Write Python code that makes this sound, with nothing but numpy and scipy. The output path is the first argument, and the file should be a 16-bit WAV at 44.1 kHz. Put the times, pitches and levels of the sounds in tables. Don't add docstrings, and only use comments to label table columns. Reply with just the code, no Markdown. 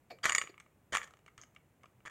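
import sys
import numpy as np
from scipy import signal
from scipy.fft import rfft, irfft, next_fast_len
from scipy.io import wavfile
from scipy.ndimage import map_coordinates

SR = 44100
rng = np.random.default_rng(int(sys.argv[2]) if len(sys.argv) > 2 else 0)


def wav_out(sig):
    wavfile.write(sys.argv[1], SR, np.round(np.clip(np.atleast_2d(sig).T, -1, 1) * 32767).astype(np.int16))


N = 92610


def amp(db):
    return 10 ** (np.asarray(db) / 20)


def unit(x):
    return x / np.sqrt(np.mean(x ** 2) + 1e-20)


def along(points, hz):
    f, v = np.transpose(points)
    return np.interp(np.log(hz + 1), np.log(f + 1), v)


def wobble(rate_hz):
    knots = rng.standard_normal(int(N * rate_hz / SR) + 4)
    return map_coordinates(knots, [np.arange(N) * rate_hz / SR])


def coloured(x, gain, size=2048):
    cepstrum = irfft(np.log(np.maximum(gain(np.fft.rfftfreq(size, 1 / SR)), 1e-6)))
    cepstrum[1:size // 2] *= 2
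    cepstrum[size // 2 + 1:] = 0
    return signal.fftconvolve(x, irfft(np.exp(rfft(cepstrum))))[:len(x)]


def noise(spectrum, size):
    gain = amp(along(spectrum, np.fft.rfftfreq(size, 1 / SR)))
    return unit(irfft(rfft(rng.standard_normal(size)) * gain, size))


def add(track, start_s, x):
    part = track[max(round(start_s * SR), 0):][:len(x)]
    part += x[:len(part)]


def blow(x, level_db):
    return amp(level_db) * x / np.linalg.norm(x) * np.sqrt(.002 * SR)


def in_room(x, wet_db=0):
    # frequency_hz, t60_s
    decay = [(150, .4), (600, 0.45), (1200, 0.25), (2000, 0.24), (3500, .27), (7000, .23), (13000, .32)]
    # frequency_hz, level_db
    colour = [(100, -9.5), (500, -8), (950, -12.5), (1300, -9.5), (1850, -9), (3000, -12.5), (5000, -12),
              (6900, -8), (8300, -12), (13000, -6.5)]
    early_db, early_t60_s, build_s = -13.5, .036, .0014
    hz, t, bands = signal.stft(rng.standard_normal(SR // 2), SR, nperseg=256)
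    tail = signal.istft(bands * amp(-60 * t / along(decay, hz)[:, None]), SR, nperseg=256)[1]
    tail = coloured(tail / np.linalg.norm(tail), lambda f: amp(along(colour, f)))
    t = np.arange(len(tail)) / SR
    early = rng.standard_normal(len(t)) * amp(-60 * t / early_t60_s)
    early = amp(early_db) * early / np.linalg.norm(early)
    response = amp(wet_db) * (tail + early) * np.minimum(t / build_s, 1) ** 2
    response[0] = 1
    return signal.fftconvolve(x, response)


def clicks(contacts, modes, attack_s, detune, wet_db, spring_gain=0):
    # frequency_hz, level_db
    spectrum = [(30, -44), (60, -26.5), (250, -20.5), (520, -8.5), (850, -10.5), (1500, -3), (3200, -3),
                (4300, -13), (8000, -11.5), (10500, -23.5), (15500, -34)]
    crack_db, crack_t60_s, scatter_db = -5, .012, 3
    spring_hz, spring_peak_s = 6870, .0017
    treble_hz, bass_hz = 4000, 860
    out, t = np.zeros(N), np.arange(2048) / SR
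    hz, mode_db, t60_s = np.transpose(modes)[:, :, None]
    swell = (t / spring_peak_s * np.exp(1 - t / spring_peak_s)) ** 2
    spring = spring_gain * swell * np.sin(2 * np.pi * spring_hz * t)
    for start_s, level_db, treble_db, bass_db in contacts:
        strength, tuning, phase = rng.standard_normal((3, len(modes), 1))
        envelope = amp(mode_db + scatter_db * strength - 60 * t / t60_s)
        ring = envelope * np.sin(2 * np.pi * (hz * (1 + detune * tuning) * t + phase))
        crack = amp(crack_db - 60 * t / crack_t60_s) * noise(spectrum, len(t))
        hit = (ring.sum(0) + crack) * (1 - np.exp(-t / attack_s)) + spring
        high_shelf = lambda f: treble_db * (1 - 1 / (1 + (f / treble_hz) ** 6))
        low_shelf = lambda f: bass_db / (1 + (f / bass_hz) ** 4)
        hit = coloured(hit, lambda f: amp(high_shelf(f) + low_shelf(f)))
        add(out, start_s, in_room(blow(hit, level_db), wet_db))
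    return out


def room_noise():
    # frequency_hz, level_db
    spectrum = [(10, -43.5), (25, -29), (38, -18.5), (53, -10.5), (85, -5), (129, -5), (171, -7),
                (238, -10), (519, -15.5), (686, -17.5), (985, -20.5), (1340, -24), (2210, -25.5),
                (3640, -35.5), (5000, -41), (7000, -34), (11000, -37.5), (15500, -36)]
    air_db, hum_db, hum_hz, waver_db = -69.5, -80.5, 123, 8.5
    hum = unit(np.sin(2 * np.pi * hum_hz * np.arange(N) / SR) * amp(waver_db * wobble(rate_hz=21)))
    return amp(air_db) * noise(spectrum, N) + amp(hum_db) * hum


def scuffs():
    # peak_s, rise_s, t60_s, level_db, lowest_resonance_hz
    strokes = [(.109, .008, .05, -46.5, 698.4), (.117, .005, 0.11, -48, 509),
               (.500, 0.0099, 0.032, -52.5, 430)]
    # centre_hz, width_hz, level_db
    resonances = [(1880, 300, -14), (2330, 280, -7), (4510, 630, -13.5), (7000, 1500, -28.5),
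                  (12700, 1200, -33)]
    # frequency_hz, level_db
    spectrum = [(100, -12.5), (400, -1.5), (1000, -7.5), (2500, 0.5), (3500, -5), (5000, -1.5), (6000, -17),
                (7500, -17), (10000, -26.5), (13000, -17.5), (15500, -27)]
    low_width_hz, rub_db, rub_t60_s = 320, -8.5, .024
    out, t = np.zeros(N), np.arange(SR // 5) / SR
    for peak_s, rise_s, t60_s, level_db, low_hz in strokes:
        peaks = [(low_hz, low_width_hz, 0)] + list(resonances)
        cavity = lambda f: np.sqrt(sum(amp(db) ** 2 / (1 + ((f - hz) / (width / 2)) ** 2) ** 2
                                       for hz, width, db in peaks))
        swell, after_s = np.minimum(t / rise_s, 1), np.maximum(t - rise_s, 0)
        hollow = swell * amp(-60 * after_s / t60_s) * unit(coloured(rng.standard_normal(len(t)), cavity))
        rub = np.sqrt(swell) * amp(rub_db - 60 * after_s / rub_t60_s) * noise(spectrum, len(t))
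        add(out, peak_s - rise_s, in_room(amp(level_db) * (hollow + rub), wet_db=-1.5))
    return out


def loose_ticks():
    # start_s, level_db, treble_db, bass_db
    contacts = [(.1865, -56, -5, 14.5), (.4378, -44.5, -4, 18), (.4728, -43, -10.5, -0.5),
                (.5414, -54, -12, -4), (.5785, -48.5, -11, 7), (.5996, -49, 3.5, -13.5),
                (.6046, -51, -6, 10), (.6625, -59, -14, 15), (1.0746, -55.5, 4, -5), (1.0794, -57, -7, 9),
                (1.1002, -76, -2, 8), (1.1073, -54, 5, 23), (1.1368, -52.5, -6.5, 16), (1.1702, -61, 1, 13),
                (1.1900, -62.5, -1, 17), (1.2622, -53, 1.5, 18), (1.2795, -52, -7, 4),
                (1.2835, -54, -32, -2), (1.3780, -48.5, 4.5, 3.5), (1.3859, -55.5, -18.5, 13),
                (1.3950, -60, -14, 19), (1.4074, -72, -10, 23), (1.4350, -51.5, 5, 6),
                (1.5488, -64.5, 11, -0.5), (1.5620, -49, -15, -9), (1.5705, -63.5, -5.5, 0),
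                (1.8098, -72.5, -12, 0), (1.8334, -54.5, -3, 7), (1.8406, -50.5, -17, 21),
                (1.8568, -55.5, -4, 11), (2.0044, -63.5, -15, -4)]
    # frequency_hz, level_db, t60_s
    modes = [(1254, -4, .015), (1790, -8.5, .01), (2234, -3.5, .014), (2910, -8.5, .01),
             (5200, -14, 0.0054), (6370, -6.5, .007), (7570, -6.5, .007)]
    return clicks(contacts, modes, attack_s=.0018, detune=.036, wet_db=1.5)


def grinding():
    # start_s, length_s, level_db
    slides = [(0.2292, 0.011, -43.5), (0.238, 0.029, -34.5), (0.264, .031, -38), (0.9215, .04, -40),
              (1.026, 0.0163, -50), (1.274, .01, -67), (1.379, .06, -66.5), (2.052, 0.028, -55)]
    # frequency_hz, level_db
    spectrum = [(25, -44.5), (55, -24), (130, -22.5), (300, -18.5), (520, -6.5), (850, -9.5), (1200, 1),
                (1500, -2), (1850, -0.5), (2270, -5), (2620, -21), (3180, -2), (3900, -16.5), (4700, -13),
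                (5300, -19.5), (6700, -7.5), (8500, -19.5), (15500, -47.5)]
    edge_s, grain_hz, grain_db = .0043, 623, 2.5
    out, t = np.zeros(N), np.arange(SR // 10) / SR
    for start_s, length_s, level_db in slides:
        gate = np.clip(np.minimum(t, length_s + edge_s - t) / edge_s, 0, 1)
        grains = unit(noise(spectrum, len(t)) * amp(grain_db * wobble(grain_hz)[:len(t)]))
        add(out, start_s, in_room(amp(level_db) * gate * grains))
    return out


def squeak():
    peak_s, sigma_s, pitch_hz, level_db = .2376, .00095, 4740, -32.5
    t = np.arange(N) / SR - peak_s
    envelope = amp(level_db) * np.exp(-(t / sigma_s) ** 2 / 2)
    return in_room(envelope * np.sin(2 * np.pi * pitch_hz * t))[:N]


def housing_clacks():
    # start_s, level_db, treble_db, bass_db
    knocks = [(.2412, -30, 3.5, 4), (.2551, -19.5, 3, 7), (.2603, -30.5, 3.5, 4), (.2690, -35, 4.5, 10),
              (.2820, -36, 5.5, -5), (.3055, -31, 1, 9), (.3290, -32, 4, -4), (.3604, -31, 5, 0),
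              (.4205, -34.5, 4.5, 1.5), (.9250, -41, -4.5, 28), (.9310, -36.5, 6, 8.5),
              (.9385, -31, -6, 16.5), (.9460, -31.5, 6.5, -20.5), (.9507, -22.5, 0, 2),
              (.9592, -27.5, 0, 0.5), (.9700, -24.5, -2, -3.5), (.9812, -33, -3.5, -4.5),
              (1.0156, -36.5, -10, -5), (1.0195, -60, -12, 13), (1.0310, -43, 4, -2), (1.0385, -52, 2, 23),
              (1.0437, -47, 4, 3), (2.0522, -47.5, -3.5, 18), (2.0608, -42, 0, 14),
              (2.0673, -47.5, -13, 4.5), (2.0725, -42, -5, 13), (2.0785, -42, -4, 3),
              (2.0975, -52, -1.5, 3)]
    # frequency_hz, level_db, t60_s
    modes = [(1153, -7.5, 0.02), (1282, -6, .016), (1733, -2, 0.016), (1854, 1, .015), (2298, -1.5, .014),
             (3003, -7, 0.0074), (3300, -6.5, 0.0083), (5754, -14, .01), (6630, -11.5, 0.016),
             (7150, -15, 0.03), (8610, -14.5, 0.016), (10900, -23.5, 0.011)]
    return clicks(knocks, modes, attack_s=.00037, detune=.021, wet_db=-.5)


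def table_thuds():
    # start_s, level_db
    nudges = [(.248, -58), (0.323, -63.5), (0.443, -68.5), (.925, -61), (1.384, -61), (2.057, -65)]
    # frequency_hz, level_db, t60_s
    modes = [(62, -8.5, .12), (123, 1.5, 0.13), (165, -6.5, 0.032)]
    out, t = np.zeros(N), np.arange(SR // 4) / SR
    ring = sum(amp(db - 60 * t / t60_s) * np.sin(2 * np.pi * hz * t) for hz, db, t60_s in modes)
    for start_s, level_db in nudges:
        add(out, start_s, amp(level_db) * ring)
    return out


def ratchet():
    # start_s, level_db, treble_db, bass_db
    teeth = [(.2954, -21.5, -4.5, 4.5), (.3208, -23.5, 2.5, 0), (.3494, -18, 3.5, -1.5),
             (.3816, -20.5, 0, -2), (.4143, -28, -4.5, 1.5)]
    # frequency_hz, level_db, t60_s
    modes = [(1120, -13.5, 0.04), (1276.5, -7.5, 0.02), (1876, -3, 0.0142), (2014, 4, 0.0076),
             (2243, -1.5, .014), (2890, -2.5, 0.014), (3590, -14, .012), (4660, -9.5, .011),
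             (6130, -10, 0.013), (7540, -14, 0.025), (8080, -11.5, 0.017), (10100, -25.5, 0.0065)]
    return clicks(teeth, modes, attack_s=.00064, detune=.0069, wet_db=-.5, spring_gain=amp(-5))


def snick():
    # start_s, level_db
    snaps = [(1.4150, -48), (1.4222, -54), (1.428, -60)]
    # frequency_hz, level_db
    spectrum = [(200, -21), (1200, -16), (2000, -10), (4000, -24), (5000, -8), (6400, 9), (7100, 0),
                (9000, -25), (11000, -32), (15500, -37.5)]
    t60_s = .002
    out, t = np.zeros(N), np.arange(SR // 20) / SR
    for start_s, level_db in snaps:
        burst = rng.standard_normal(len(t)) * amp(-60 * t / t60_s)
        snap = coloured(burst, lambda f: amp(along(spectrum, f)))
        add(out, start_s, in_room(blow(snap, level_db)))
    return out


def scene():
    mono = (room_noise() + scuffs() + loose_ticks() + grinding() + squeak()
            + housing_clacks() + table_thuds() + ratchet() + snick())
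    return np.array([mono, mono])


def record(dry):
    hiss_db, cutoff_hz = -93, 15900
    size = next_fast_len(N + SR // 2)
    noisy = dry + amp(hiss_db) * rng.standard_normal(dry.shape)
    passband = np.fft.rfftfreq(size, 1 / SR) < cutoff_hz
    return irfft(rfft(noisy, size) * passband, size)[:, :N]


dry = scene()
out = record(dry)
wav_out(out)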